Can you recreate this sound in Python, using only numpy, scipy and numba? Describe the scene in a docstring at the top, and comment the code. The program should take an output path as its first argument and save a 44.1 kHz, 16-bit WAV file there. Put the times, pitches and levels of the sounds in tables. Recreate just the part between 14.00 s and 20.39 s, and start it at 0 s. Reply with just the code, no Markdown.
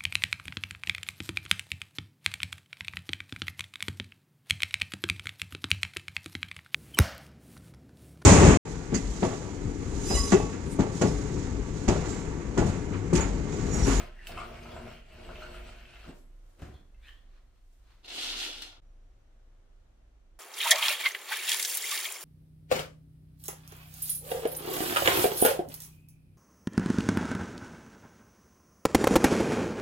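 """Over faint outside air and a deep hum, a glass sash rolls open in two pushes in a carpeted room.
Its wheels jolt on the rail, seal and frame creak, the pane sings, and soft knocks shake the wall as it
meets its stop. A faint high hiss swells and fades, and slippers scuff the carpet. A curtain is drawn,
its gliders rattling and clacking, and cuts off in a brief dip in level. A cricket trills once over the
air and hum, which remain."""
import sys
import numpy as np
from scipy import signal
from scipy.fft import rfft, irfft, next_fast_len
from scipy.io import wavfile
from scipy.ndimage import uniform_filter1d
from numba import njit

SR = 44100
rng = np.random.default_rng(int(sys.argv[2]) if len(sys.argv) > 2 else 0)


def transcribe(u):
    """Save the signal u as a 16-bit wav file named by the first command-line argument.

    u: samples, shape (n,) or (channels, n), limited to [-1, 1]; the rate is SR.
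    q: integer samples, one column per channel.
    """
    v = np.clip(np.atleast_2d(u).T, -1, 1)
    q = np.round(v * 32767).astype(np.int16)
    wavfile.write(sys.argv[1], SR, q)


N = 281799
TIME_S = np.arange(N) / SR
FFT_SIZE = next_fast_len(N + SR)
BIN_HZ = np.maximum(np.arange(FFT_SIZE // 2 + 1) * SR / FFT_SIZE, 1)
LEFT_RIGHT = np.array([[1], [-1]])


def from_db(db):
    """Decibels to gain."""
    return 10 ** (np.asarray(db) / 20)


def unit_rms(x):
    """Scale to rms 1."""
    return x / np.sqrt(np.mean(x ** 2) + 1e-20)


def faders(rows):
    """A soft gate open from first row to last, then each level column as a curve in time."""
    times, *columns = np.transpose(rows)
    gate = (TIME_S >= times[0]) & (TIME_S < times[-1])
    return [uniform_filter1d(gate * 1., size=400)] + [np.interp(TIME_S, times, c) for c in columns]


def swells(events):
    """Gain that climbs 20 dB in each rise time and drops 20 dB in each fall time."""
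    return sum(from_db(db - 20 * np.maximum((peak_s - TIME_S) / rise, (TIME_S - peak_s) / fall))
               for peak_s, rise, fall, db in events)


def over_pitch(points):
    """Join points on a log frequency axis."""
    hz, values = np.transpose(points)
    return np.interp(np.log(BIN_HZ), np.log(hz), values)


def drift(rate_hz):
    """A slow random wander with spread 1."""
    step = 40
    pole = np.exp(-2 * np.pi * rate_hz * step / SR)
    slow = signal.lfilter([1], [1, -2 * pole, pole * pole], rng.standard_normal(N // step + 2002))[2000:]
    return np.interp(np.arange(N) / step, np.arange(len(slow)), unit_rms(slow))


def grains(per_s, spread_db, clump_db):
    """Two unrelated streams of tiny random contacts that come in clumps."""
    sizes = from_db(spread_db * np.minimum(rng.exponential(1, (2, N)), 4)) * rng.choice([-1, 1], (2, N))
    return sizes * (rng.random((2, N)) < per_s / SR) * from_db(clump_db * drift(26))


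def body(pair, colour, image, modes=(), lag_ms=0):
    """Give two streams a colour and resonances, then spread them as mid and side; rms 1."""
    lift = 1 + sum((from_db(2 * db) - 1) / (1 + (2 * (BIN_HZ - hz) / width) ** 2)
                   for hz, width, db in modes)
    cepstrum = irfft(np.log(from_db(over_pitch(colour)) * np.sqrt(np.maximum(lift, .01))), FFT_SIZE)
    cepstrum[1:FFT_SIZE // 2] *= 2   # minimum phase: the ring follows the contact
    cepstrum[FFT_SIZE // 2 + 1:] = 0
    mid, side = rfft(pair, FFT_SIZE) * np.exp(rfft(cepstrum))
    alike = np.clip(over_pitch(image), -1, 1)
    stereo = np.sqrt(1 + alike) * mid + np.sqrt(1 - alike) * side * LEFT_RIGHT
    left_late = np.exp(-1j * np.pi * BIN_HZ * lag_ms / 1000 * LEFT_RIGHT)
    return unit_rms(irfft(left_late * stereo, FFT_SIZE)[:, :N])


def patchy(x, spread_db, patch_s, patch_hz):
    """Contact changes along the way: each region of pitch swells and fades on its own."""
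    _, _, cells = signal.stft(x, nperseg=512)
    field = rng.standard_normal(cells.shape[1:])
    for axis, size in enumerate((patch_hz * 512 / SR, patch_s * SR / 256)):
        for _ in range(2):
            field = uniform_filter1d(field, size=int(size) + 1, axis=axis)
    _, mottled = signal.istft(cells * from_db(spread_db * unit_rms(field)), nperseg=512)
    return unit_rms(mottled[:, :N])


def strikes(events, modes, crack_t60_s=0.0061, crack_band_hz=(250, 9100), scatter_db=1.5):
    """Each hit is a short bright crack plus ringing modes, weighted by distance from its pitch."""
    start_s, ring_db, pitch_hz, rolloff, crack_db = np.transpose(events)
    onsets = (start_s * SR).astype(int)
    scatter = rng.normal(0, scatter_db, (len(onsets), len(modes)))
    clicks = np.full(N, 1e-18)
    clicks[onsets] = from_db(crack_db)
    burst = signal.lfilter([1], [1, -from_db(-60 / (crack_t60_s * SR))], clicks) * rng.standard_normal(N)
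    out = signal.sosfilt(signal.butter(1, crack_band_hz, "band", fs=SR, output="sos"), burst)
    for k, (hz, db, t60) in enumerate(modes):
        pole, angle = from_db(-60 / (t60 * SR)), 2 * np.pi * hz / SR
        clicks[onsets] = from_db(ring_db + db - np.abs(rolloff * np.log2(hz / pitch_hz)) + scatter[:, k])
        ring = signal.lfilter([0, np.sin(angle)], [1, -2 * pole * np.cos(angle), pole * pole], clicks)
        out += ring * (-1) ** k
    return out


@njit
def resonance(x, hz, width_hz):
    """A gliding two-pole resonance; noise keeps its level."""
    y = np.zeros_like(x)
    pole = np.exp(-np.pi * width_hz / SR)
    for i in range(2, len(x)):
        feedback = 2 * pole * np.cos(2 * np.pi * hz[i] / SR) * y[i - 1] - pole * pole * y[i - 2]
        y[i] = np.sqrt((1 - pole * pole) / 2) * (x[i] - x[i - 2]) + feedback
    return y


def friction_tones(events):
    """Uneven slips excite two gliding resonances, each passed twice to keep its skirts dark."""
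    out = np.zeros(N)
    pair = [unit_rms(slips) for slips in grains(8000, 2.6, 0.6)]
    for peak_s, rise, fall, db, first_hz, second_hz, glide, width, second_db in events:
        span = slice(max(int((peak_s - 2 * rise) * SR), 0), int((peak_s + 2 * fall) * SR))
        bend = 2 ** (glide * np.clip((TIME_S[span] - peak_s) / (rise + fall), -1, 1))
        for slips, hz, level_db in zip(pair, (first_hz, second_hz), (db, db + second_db)):
            tone = resonance(resonance(slips[span], hz * bend, width), hz * bend, width)
            out[span] += swells([(peak_s, rise, fall, level_db)])[span] * tone * np.sqrt(width / SR * 3)
    return out


# Ambience faders: time_s, air_db, deep_hum_db, second_hum_db
AMBIENCE_LEVELS = [(0, -70, -51, -62), (.7, -64, -56, -57.5), (1.1, -64, -52, -58.5),
                   (1.7, -60.5, -53, -51.5), (2.3, -68, -52, -59), (2.53, -65, -55, -67.5),
                   (2.85, -69, -54, -60.5), (3.33, -67, -51.5, -61.5), (3.6, -72, -57, -62),
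                   (3.85, -71, -56, -65.5), (4.2, -66.5, -51, -72), (5.0, -67.5, -54.5, -61),
                   (5.75, -67.5, -55, -68.5), (6.39, -69.5, -59.5, -57.5)]
# Dark tone of the air: pitch_hz, level_db
AIR_COLOUR = [(35, -45.5), (60, 0), (103, -3), (156, -15), (397, -13), (436, -19.5), (489, -14.5),
              (711, -17), (898, -23), (1370, -23), (2450, -29), (3020, -29.5), (5280, -35.5), (5800, -33),
              (15800, -49)]
# Centred lows, wide highs: pitch_hz, stereo_correlation
AIR_IMAGE = [(60, 1), (180, 0.96), (550, 0.16), (1650, 0.077), (4970, -0.055), (15000, -0.16)]
# The two hums: pitch_hz, waver_hz, steady_to_waver_ratio
HUMS = [(28.5, 2.5, 1.2), (50, 4.0, 0.3)]


def ambience(hum_side_db=-18):
    """A bed of smooth outside air and two deep hums that swell and fade by chance."""
    _, air_db, *hum_db = faders(AMBIENCE_LEVELS)
    out = from_db(air_db) * body(rng.standard_normal((2, N)), AIR_COLOUR, AIR_IMAGE)
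    for (hz, waver_hz, steady), db in zip(HUMS, hum_db):
        mid = steady * np.sqrt(2) + drift(waver_hz) + 1j * drift(waver_hz)
        side = drift(waver_hz) + 1j * drift(waver_hz)
        swing = mid + from_db(hum_side_db) * side * LEFT_RIGHT
        out += from_db(db) * np.real(swing * np.exp(2j * np.pi * hz * TIME_S)) / np.sqrt(1 + steady ** 2)
    return out


# Two pushes on the sash: time_s, frame_db, pane_db
PUSHES = [(0.0, -46, -41.5), (0.13, -66.5, -61), (0.2, -64.5, -70), (0.26, -58, -62), (0.31, -52, -44.5),
          (0.36, -54, -48.5), (0.4, -48.5, -47.5), (0.49, -56.5, -49), (0.54, -55, -48.5),
          (0.6, -56, -52.5), (0.74, -54, -46.5), (0.82, -56, -48.5), (0.88, -55, -47.5), (0.93, -55, -53),
          (1.04, -67.5, -71), (1.14, -60.5, -56), (1.29, -56.5, -48.5), (1.42, -54, -53), (1.5, -56, -52),
          (1.56, -53, -51), (1.63, -58.5, -55), (1.69, -55, -53.5), (1.82, -60, -63.5), (2.03, -58.5, -66),
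          (2.09, -55.5, -49), (2.2, -86, -69.5), (2.35, -82.5, -93)]
# Pane rumble, frame rattle, seal hiss and seal snap: pitch_hz, level_db
PANE_COLOUR = [(24, -26), (40, -7.5), (193, -14), (236, -17.5), (275, -18), (358, -15), (399, -18),
               (634, -14.5), (799, -21.5), (1600, -26), (2080, -46.5), (3520, -120)]
FRAME_COLOUR = [(410, -20.5), (700, -4.5), (773, -11.5), (1100, -15.5), (1390, -7.5), (1750, -9),
                (2720, -8.5), (3530, -16), (6000, -22.5), (7800, -28), (13200, -120)]
SEAL_COLOUR = [(1760, -19), (3000, -5.5), (3570, -12.5), (4370, -11), (6770, -26), (7780, -13),
               (11600, -25.5), (14500, -23), (15800, -24)]
SNAP_COLOUR = [(2000, -21), (4000, -4), (7500, -11), (10000, -7), (13000, -13), (15800, -1)]
# Their peaks and notches: pitch_hz, width_hz, lift_db
PANE_MODES = [(72, 10, 6), (150, 9, 7), (235, 7, 11), (295, 50, -5), (358, 11, 9), (435, 8, 10),
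              (500, 14, 3), (545, 40, -4), (605, 13, 7), (642, 13, 8), (705, 14, 7), (790, 60, -4),
              (890, 30, 4)]
FRAME_MODES = [(1196, 25, -26), (1230, 39, 1), (1345, 23, -2), (2200, 65, 4.5), (2430, 40, 3.5),
               (2800, 44, 7), (3080, 45, 2), (4350, 240, 2)]
SEAL_MODES = [(8300, 380, -15)]
# The seal breaks free: peak_s, rise_s, fall_s, level_db
SEAL_RELEASE = [(.271, 0.0036, 0.071, -42.5)]
# Stereo image of the sash: pitch_hz, stereo_correlation
SASH_IMAGE = [(60, 1), (200, 0.82), (330, 1), (600, 0.29), (1500, 0.89), (4000, 0.29), (15000, 0.091)]
SASH_LAG_MS = -0.03


def sash_roll(seal_below_frame_db=5.5):
    """Wheels on a rough track shake pane and frame; the brush seal snaps free and hisses along."""
    gate, frame_db, pane_db = faders(PUSHES)
    rumble = body(grains(2400, 2.64, 1.0), PANE_COLOUR, SASH_IMAGE, PANE_MODES, SASH_LAG_MS)
    pane = from_db(pane_db) * patchy(rumble, 1.3, .15, 60)
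    rattle = body(grains(4000, 1.8, 0.85), FRAME_COLOUR, SASH_IMAGE, FRAME_MODES, SASH_LAG_MS)
    frame = from_db(frame_db) * patchy(rattle, 1.44, .03, 400)
    bristles = body(grains(15000, 3.1, 0.81), SEAL_COLOUR, SASH_IMAGE, SEAL_MODES, SASH_LAG_MS)
    seal = from_db(frame_db - seal_below_frame_db) * patchy(bristles, 3.0, .04, 700)
    snap = body(grains(12000, 3.0, 0.5), SNAP_COLOUR, SASH_IMAGE, lag_ms=SASH_LAG_MS)
    return gate * (pane + frame + seal + swells(SEAL_RELEASE) * snap)


# Wheel hits: start_s, ring_db, pitch_hz, rolloff_db_per_octave, crack_db
JOLTS = [(.004, -35.5, 1240, 17, -49), (.270, -32, 3080, 26, -36), (.292, -60, 2800, 22, -60),
         (.295, -46.5, 680, 12, -56), (.319, -35.5, 4350, 11, -57), (.373, -32.5, 1210, 24, -64),
         (.377, -36.5, 2680, 5, -66), (.389, -35.5, 1700, -7, -67), (.415, -39, 1280, 12, -65),
         (.431, -38, 1280, 25, -65), (.657, -41.5, 1330, 10, -59), (.687, -49, 1330, 20, -62),
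         (.764, -43, 744, 4, -70), (.847, -61, 1290, 12, -66), (.878, -45, 1440, 8, -63),
         (1.118, -51, 2710, 20, -66), (1.29, -44, 1380, 5.5, -73), (1.357, -40.5, 2820, 10, -59),
         (1.403, -60, 2770, 21, -66), (1.42, -40, 1480, 22, -53), (1.432, -44, 4280, 12, -66),
         (1.488, -55, 1420, 23, -70), (1.544, -41, 1440, 21, -62), (1.69, -45, 2350, 9, -70),
         (1.854, -42, 2960, 29, -72), (1.937, -45.5, 2320, 13, -68), (1.956, -45, 2620, 11, -69),
         (2.003, -49, 2670, 21, -76), (2.042, -40.5, 1470, 45, -69), (2.593, -59, 2700, 9, -55),
         (2.621, -50, 2270, 5, -52), (2.945, -58.5, 2160, 22, -71)]
# Their bright ring: pitch_hz, level_db, t60_s
JOLT_MODES = [(662, -13, 0.21), (691, 7.5, 0.038), (1035, -10, 0.17), (1143, -22, 0.22),
              (1293, -2.5, 0.039), (1428, -10.5, 0.11), (2097, -13.5, 0.15), (2648, -4.5, 0.056),
              (3075, -4, 0.02), (3720, -17, 0.052), (4440, -19.5, 0.073), (5170, -11, 0.028),
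              (6300, -25, 0.042), (7500, -15, 0.044)]


def wheel_jolts():
    """The wheels jolt over the rail with ringing clicks."""
    return strikes(JOLTS, JOLT_MODES)


# Creaks: peak_s, rise_s, fall_s, level_db, first_hz, second_hz, glide_octaves, width_hz, second_gain_db
CREAKS = [(.188, 0.014, 0.067, -56, 1930, 2640, -0.48, 298, -22),
          (.24, 0.12, 0.093, -54, 1770, 2700, -0.03, 300, -7),
          (0.385, 0.022, 0.045, -41, 1190, 2560, -0.056, 200, -14),
          (.41, 0.058, 0.052, -43.5, 1180, 2230, 0.16, 206, -2),
          (.55, 0.07, 0.03, -52.5, 1160, 2240, -0.22, 200, -20),
          (.635, 0.016, 0.026, -58, 4900, 6250, -0.09, 350, -3),
          (.725, 0.051, .04, -55, 3320, 4860, 0.098, 350, -10),
          (.77, 0.029, 0.059, -47.5, 1465, 2720, 0.13, 250, -30),
          (.92, 0.096, 0.027, -61, 1300, 2720, -0.11, 252, -13),
          (.96, 0.066, .07, -58, 3100, 4280, -0.17, 350, -22),
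          (1.13, 0.066, 0.087, -58, 2700, 4500, -0.23, 350, -32),
          (1.3, 0.032, 0.11, -50.5, 1410, 2710, -0.014, 250, -20),
          (1.424, 0.0078, 0.096, -46.5, 1440, 4170, 0.095, 200, -12),
          (1.432, .01, .04, -63, 6300, 7900, 0., 300, -5),
          (1.56, 0.096, 0.17, -57.5, 1360, 2600, -0.2, 250, -1),
          (2.2, .04, 0.18, -76.5, 11100, 7740, 0.049, 600, -2),
          (2.53, 0.067, .08, -80, 10900, 7700, 0., 600, -8),
          (2.75, 0.03, 0.085, -63, 3360, 4220, 0.021, 330, -7),
          (2.947, 0.0034, 0.075, -81, 1570, 2660, 0., 150, -1),
          (3.04, 0.03, 0.11, -71.5, 1590, 3420, 0.16, 500, 8.5),
          (3.06, 0.052, 0.079, -69, 4000, 2580, 0.64, 300, 13),
          (3.092, 0.057, 0.036, -53.5, 1810, 3060, 0.12, 380, 0.5),
          (3.15, 0.1, 0.11, -75, 1800, 2970, 0.097, 350, 2),
          (3.18, 0.074, 0.056, -68, 3350, 4300, -0.019, 300, -11)]


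def creaks():
    """Seal and frame slip in short, raspy creaks; the last few, after the sash has stopped, are slippers
    squeaking as they scuff."""
    return friction_tones(CREAKS)


# Glass: peak_s, rise_s, fall_s, level_db, first_hz, second_hz, glide_octaves, width_hz, second_gain_db
PANE_NOTES = [(.42, 0.17, .12, -55, 643, 359, 0.013, 11, -3),
              (.8, .3, 0.16, -49.5, 234.1, 363, 0., 7.5, -12),
              (.78, 0.093, 0.16, -66, 645, 439, 0., 8.8, -6),
              (1.35, 0.16, 0.66, -61.5, 232.3, 359, 0., 11, 5.5),
              (1.42, 0.36, 0.33, -57.5, 617.7, 434.5, 0., 7.1, 3),
              (1.7, .3, 0.23, -63.5, 235, 695, 0.016, 9, -3)]


def pane_song():
    """The pane sings in narrow, low resonances as it rolls."""
    return friction_tones(PANE_NOTES)


# Soft bumps: start_s, ring_db, pitch_hz, rolloff_db_per_octave, crack_db
KNOCKS = [(.766, -49, 298, 17, -78), (1.305, -72, 150, -1, -68), (2.078, -39.5, 266, 18, -74),
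          (2.092, -31.5, 284, 16.5, -75), (2.619, -37, 176, 8, -52), (2.62, -35.5, 68, 16, -70),
          (2.684, -42, 80, 3, -72), (2.742, -43.5, 73, 5, -57)]
# Their low thud: pitch_hz, level_db, t60_s
KNOCK_MODES = [(68, -0.5, 0.2), (97, 3, 0.091), (125, 0.5, 0.047), (160, 1, 0.057), (191, -11, 0.1),
               (265, -7, 0.069), (394, -6.5, 0.052), (480, -13, 0.061), (740, -3, 0.053), (1000, -5, 0.038)]


def sash_knocks():
    """The heavy sash bumps along and meets its stop."""
    return strikes(KNOCKS, KNOCK_MODES)


# Shudders: peak_s, rise_s, fall_s, level_db
SHUDDERS = [(2.1, 0.1, 0.075, -52), (2.6, 0.026, 0.033, -50.5), (2.625, 0.013, 0.18, -43.5)]
# Boom of the wall: pitch_hz, level_db
WALL_COLOUR = [(35, -28), (60, -4.5), (81, -6), (139, -13), (329, -18.5), (361, -16.5), (728, -28),
               (898, -31), (1430, -28), (3810, -39.5), (7850, -47), (15800, -73)]


def wall_shudder():
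    """The wall shakes after the hardest knocks."""
    return swells(SHUDDERS) * body(grains(8000, 1.63, 0.48), WALL_COLOUR, SASH_IMAGE, lag_ms=SASH_LAG_MS)


# Swells of hiss: peak_s, rise_s, fall_s, level_db
HISS_SWELLS = [(2.188, 0.19, 0.078, -67), (2.48, 0.57, 1, -76.5), (2.62, 0.041, 0.2, -67),
               (3.09, 0.087, 0.13, -67.5), (3.75, 0.54, 0.97, -76.5)]
# Bright tone of the hiss: pitch_hz, level_db
HIGH_HISS_COLOUR = [(5000, -2), (7800, -2), (9500, -2.5), (11000, -9), (12500, -6), (14000, -4.5),
                    (16000, -10)]


def treble_hiss():
    """A faint, fine-grained high hiss swells and fades."""
    return swells(HISS_SWELLS) * body(grains(21000, 3.0, 1.0), HIGH_HISS_COLOUR, AIR_IMAGE)


# Footsteps: peak_s, rise_s, fall_s, level_db
SCUFFS = [(3.095, 0.13, 0.15, -65), (3.374, 0.22, 0.13, -71), (3.58, 0.2, 0.11, -78.5),
          (3.906, 0.12, 0.25, -66)]
# Rustle on carpet: pitch_hz, level_db
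SCUFF_COLOUR = [(180, -55.5), (300, -24), (416, -15), (523, -6), (1110, 5), (3860, -1), (4180, 2),
                (4770, -5.5), (15000, -25)]
# Stereo image of slippers and curtain: pitch_hz, stereo_correlation
INDOOR_IMAGE = [(100, 0.56), (300, 1), (600, 0.12), (1200, 0.68), (3500, 0.28), (15000, 0.049)]


def slippers():
    """Soles and hems brush the carpet with a soft, wide rustle."""
    return swells(SCUFFS) * body(grains(10000, 3.2, 0.53), SCUFF_COLOUR, INDOOR_IMAGE)


# Curtain faders, before trim: time_s, gliders_db, hiss_db
CURTAIN_PULL = [(4.03, -74, -98), (4.048, -60.5, -73), (4.062, -52.5, -64), (4.074, -58, -74),
                (4.084, -44.5, -62), (4.098, -52, -60), (4.104, -45.5, -62), (4.166, -43, -49.5),
                (4.184, -38, -52.5), (4.216, -39, -49), (4.29, -38.5, -52.5), (4.352, -40, -55.5),
                (4.394, -37, -49.5), (4.448, -37.5, -49.5), (4.552, -47.5, -61.5), (4.619, -51.5, -64),
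                (4.623, -41, -54), (4.646, -49.5, -59.5), (4.772, -64, -84), (4.8, -75, -90),
                (4.81, -95, -105)]
# Rail rattle, fine rail hiss and cloth swish: pitch_hz, level_db
RAIL_COLOUR = [(530, -58.5), (900, -36), (1190, -25), (1390, -6), (1540, -10.5), (2350, -3), (2880, 2.5),
               (4180, 1.5), (5060, -2.5), (6500, -11), (9000, -37), (15800, -81)]
RAIL_HISS_COLOUR = [(4000, -32), (6500, -4.5), (8000, -1.5), (11000, -7.5), (13500, -12.5), (15300, -24),
                    (15800, -55)]
CLOTH_COLOUR = [(120, -68), (165, -26), (210, -10), (300, -1), (420, -4.5), (560, -6), (740, -0.5),
                (1000, -8), (1500, -7), (2500, -43.5)]
# Ring of the rail: pitch_hz, width_hz, lift_db
RAIL_MODES = [(1400, 70, 3.5), (1790, 60, 2), (2160, 35, 4), (2700, 60, 3), (2940, 60, 4), (3335, 50, 4.5),
              (3470, 70, 6.5), (3700, 35, 5), (3880, 50, 1), (4145, 45, 7), (4670, 50, 3), (5500, 120, 2),
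              (5900, 80, 3)]


def curtain(glider_trim_db=2.5, hiss_trim_db=1.5, cloth_peak_db=-50, cloth_follow=0.61, lag_ms=0.072):
    """A crowd of small gliders rattles along the rail while the cloth swings with the pull."""
    gate, gliders_db, hiss_db = faders(CURTAIN_PULL)
    contacts = grains(4500, 2.2, 0.52)
    rattle = body(contacts, RAIL_COLOUR, INDOOR_IMAGE, RAIL_MODES, lag_ms)
    gliders = from_db(gliders_db + glider_trim_db) * patchy(rattle, 1.17, .015, 400)
    hiss = from_db(hiss_db + hiss_trim_db) * body(contacts, RAIL_HISS_COLOUR, INDOOR_IMAGE, lag_ms=lag_ms)
    swish = body(grains(5000, 1.93, 0.5), CLOTH_COLOUR, INDOOR_IMAGE, lag_ms=lag_ms)
    cloth_db = cloth_peak_db + cloth_follow * (gliders_db - gliders_db.max())
    cloth = from_db(cloth_db) * patchy(swish, 2.5, .03, 200)
    return gate * (gliders + hiss + cloth)


# Glider hits: start_s, ring_db, pitch_hz, rolloff_db_per_octave, crack_db
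CLACKS = [(4.046, -47.5, 3360, 15, -72), (4.102, -43, 4160, 7, -56), (4.219, -36, 3500, 10.5, -55),
          (4.404, -36, 4070, 16.5, -52.5), (4.424, -50, 3530, 10, -48.5), (4.621, -45, 4200, 26, -35)]
# Their thin ring: pitch_hz, level_db, t60_s
CLACK_MODES = [(2780, 4.5, 0.032), (3500, -13, 0.022), (4210, -1.5, 0.13), (5200, -20, 0.017),
               (6300, -2, 0.036), (7860, -9.5, 0.031)]


def glider_clacks():
    """Gliders run into each other with sharp little clacks."""
    return strikes(CLACKS, CLACK_MODES)


def cricket(start_s=4.856, end_s=5.292, pitch_hz=5730, level_db=-87, pulses_per_s=29.8):
    """A cricket outside trills once: a high, wavering tone in quick pulses."""
    gate = (TIME_S > start_s) & (TIME_S < end_s)
    pulses = np.sin(np.pi * pulses_per_s * (TIME_S - start_s)) ** 2
    gain = from_db(level_db + 3 * drift(15))
    return gate * gain * pulses * np.sin(2 * np.pi * pitch_hz * TIME_S + drift(40))


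def room(send, bass_t60_s=0.53, damping_hz=4900, mono_below_hz=350, low_cut_hz=79):
    """Eight feedback delays a side; walls swallow treble and the open window lets deep bass out."""
    t60 = bass_t60_s / (1 + BIN_HZ / damping_hz)
    wet = np.zeros((2, len(BIN_HZ)), complex)
    for k, lag_s in enumerate(rng.uniform(0.0091, 0.049, 16)):
        loop = from_db(-60 * lag_s / t60) * np.exp(-2j * np.pi * BIN_HZ * lag_s)
        wet[k % 2] += loop / (1 - loop) * (-1) ** (k // 2)
    wet += (wet[::-1] - wet) / 2 / (1 + (BIN_HZ / mono_below_hz) ** 4)   # long waves reach both sides
    wet /= 1 + (low_cut_hz / BIN_HZ) ** 4
    return irfft(wet * rfft(send, FFT_SIZE), FFT_SIZE)[:, :N]


DIP_START_S, DIP_END_S, DIP_DB = 4.804, 4.813, -14


def scene(accent_send_db=-11.5, slide_send_db=-14.5):
    """Sash and curtain ring in the room and stop short at the dip; the quiet layers stay dry."""
    accents = wheel_jolts() + sash_knocks() + glider_clacks() + creaks() + pane_song()
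    slides = sash_roll() + wall_shudder() + curtain()
    reverb = room(from_db(accent_send_db) * accents + from_db(slide_send_db) * slides.mean(axis=0))
    foreground = (slides + accents + reverb) * (TIME_S < DIP_END_S)
    return foreground + slippers() + treble_hiss() + ambience() + cricket()


# Stereo tilt: pitch_hz, left_over_right_db
BALANCE = [(60, -1.5), (150, 1), (380, 0.5), (950, 3), (2380, 0.0), (5980, 0.0), (15000, 0.5)]


def record(dry, high_cut_hz=16050):
    """The level dips briefly, the balance leans with pitch, and the very top is cut."""
    dip_times = [DIP_START_S - .003, DIP_START_S, DIP_END_S, DIP_END_S + 0.0087]
    dip = from_db(np.interp(TIME_S, dip_times, [0, DIP_DB, DIP_DB, 0]))
    tilt = from_db(over_pitch(BALANCE) * LEFT_RIGHT / 2)
    balanced = irfft(rfft(dry * dip, FFT_SIZE) * tilt, FFT_SIZE)[:, :N]
    return signal.sosfilt(signal.cheby2(20, 70, high_cut_hz, fs=SR, output="sos"), balanced)


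dry = scene()
out = record(dry)
transcribe(out)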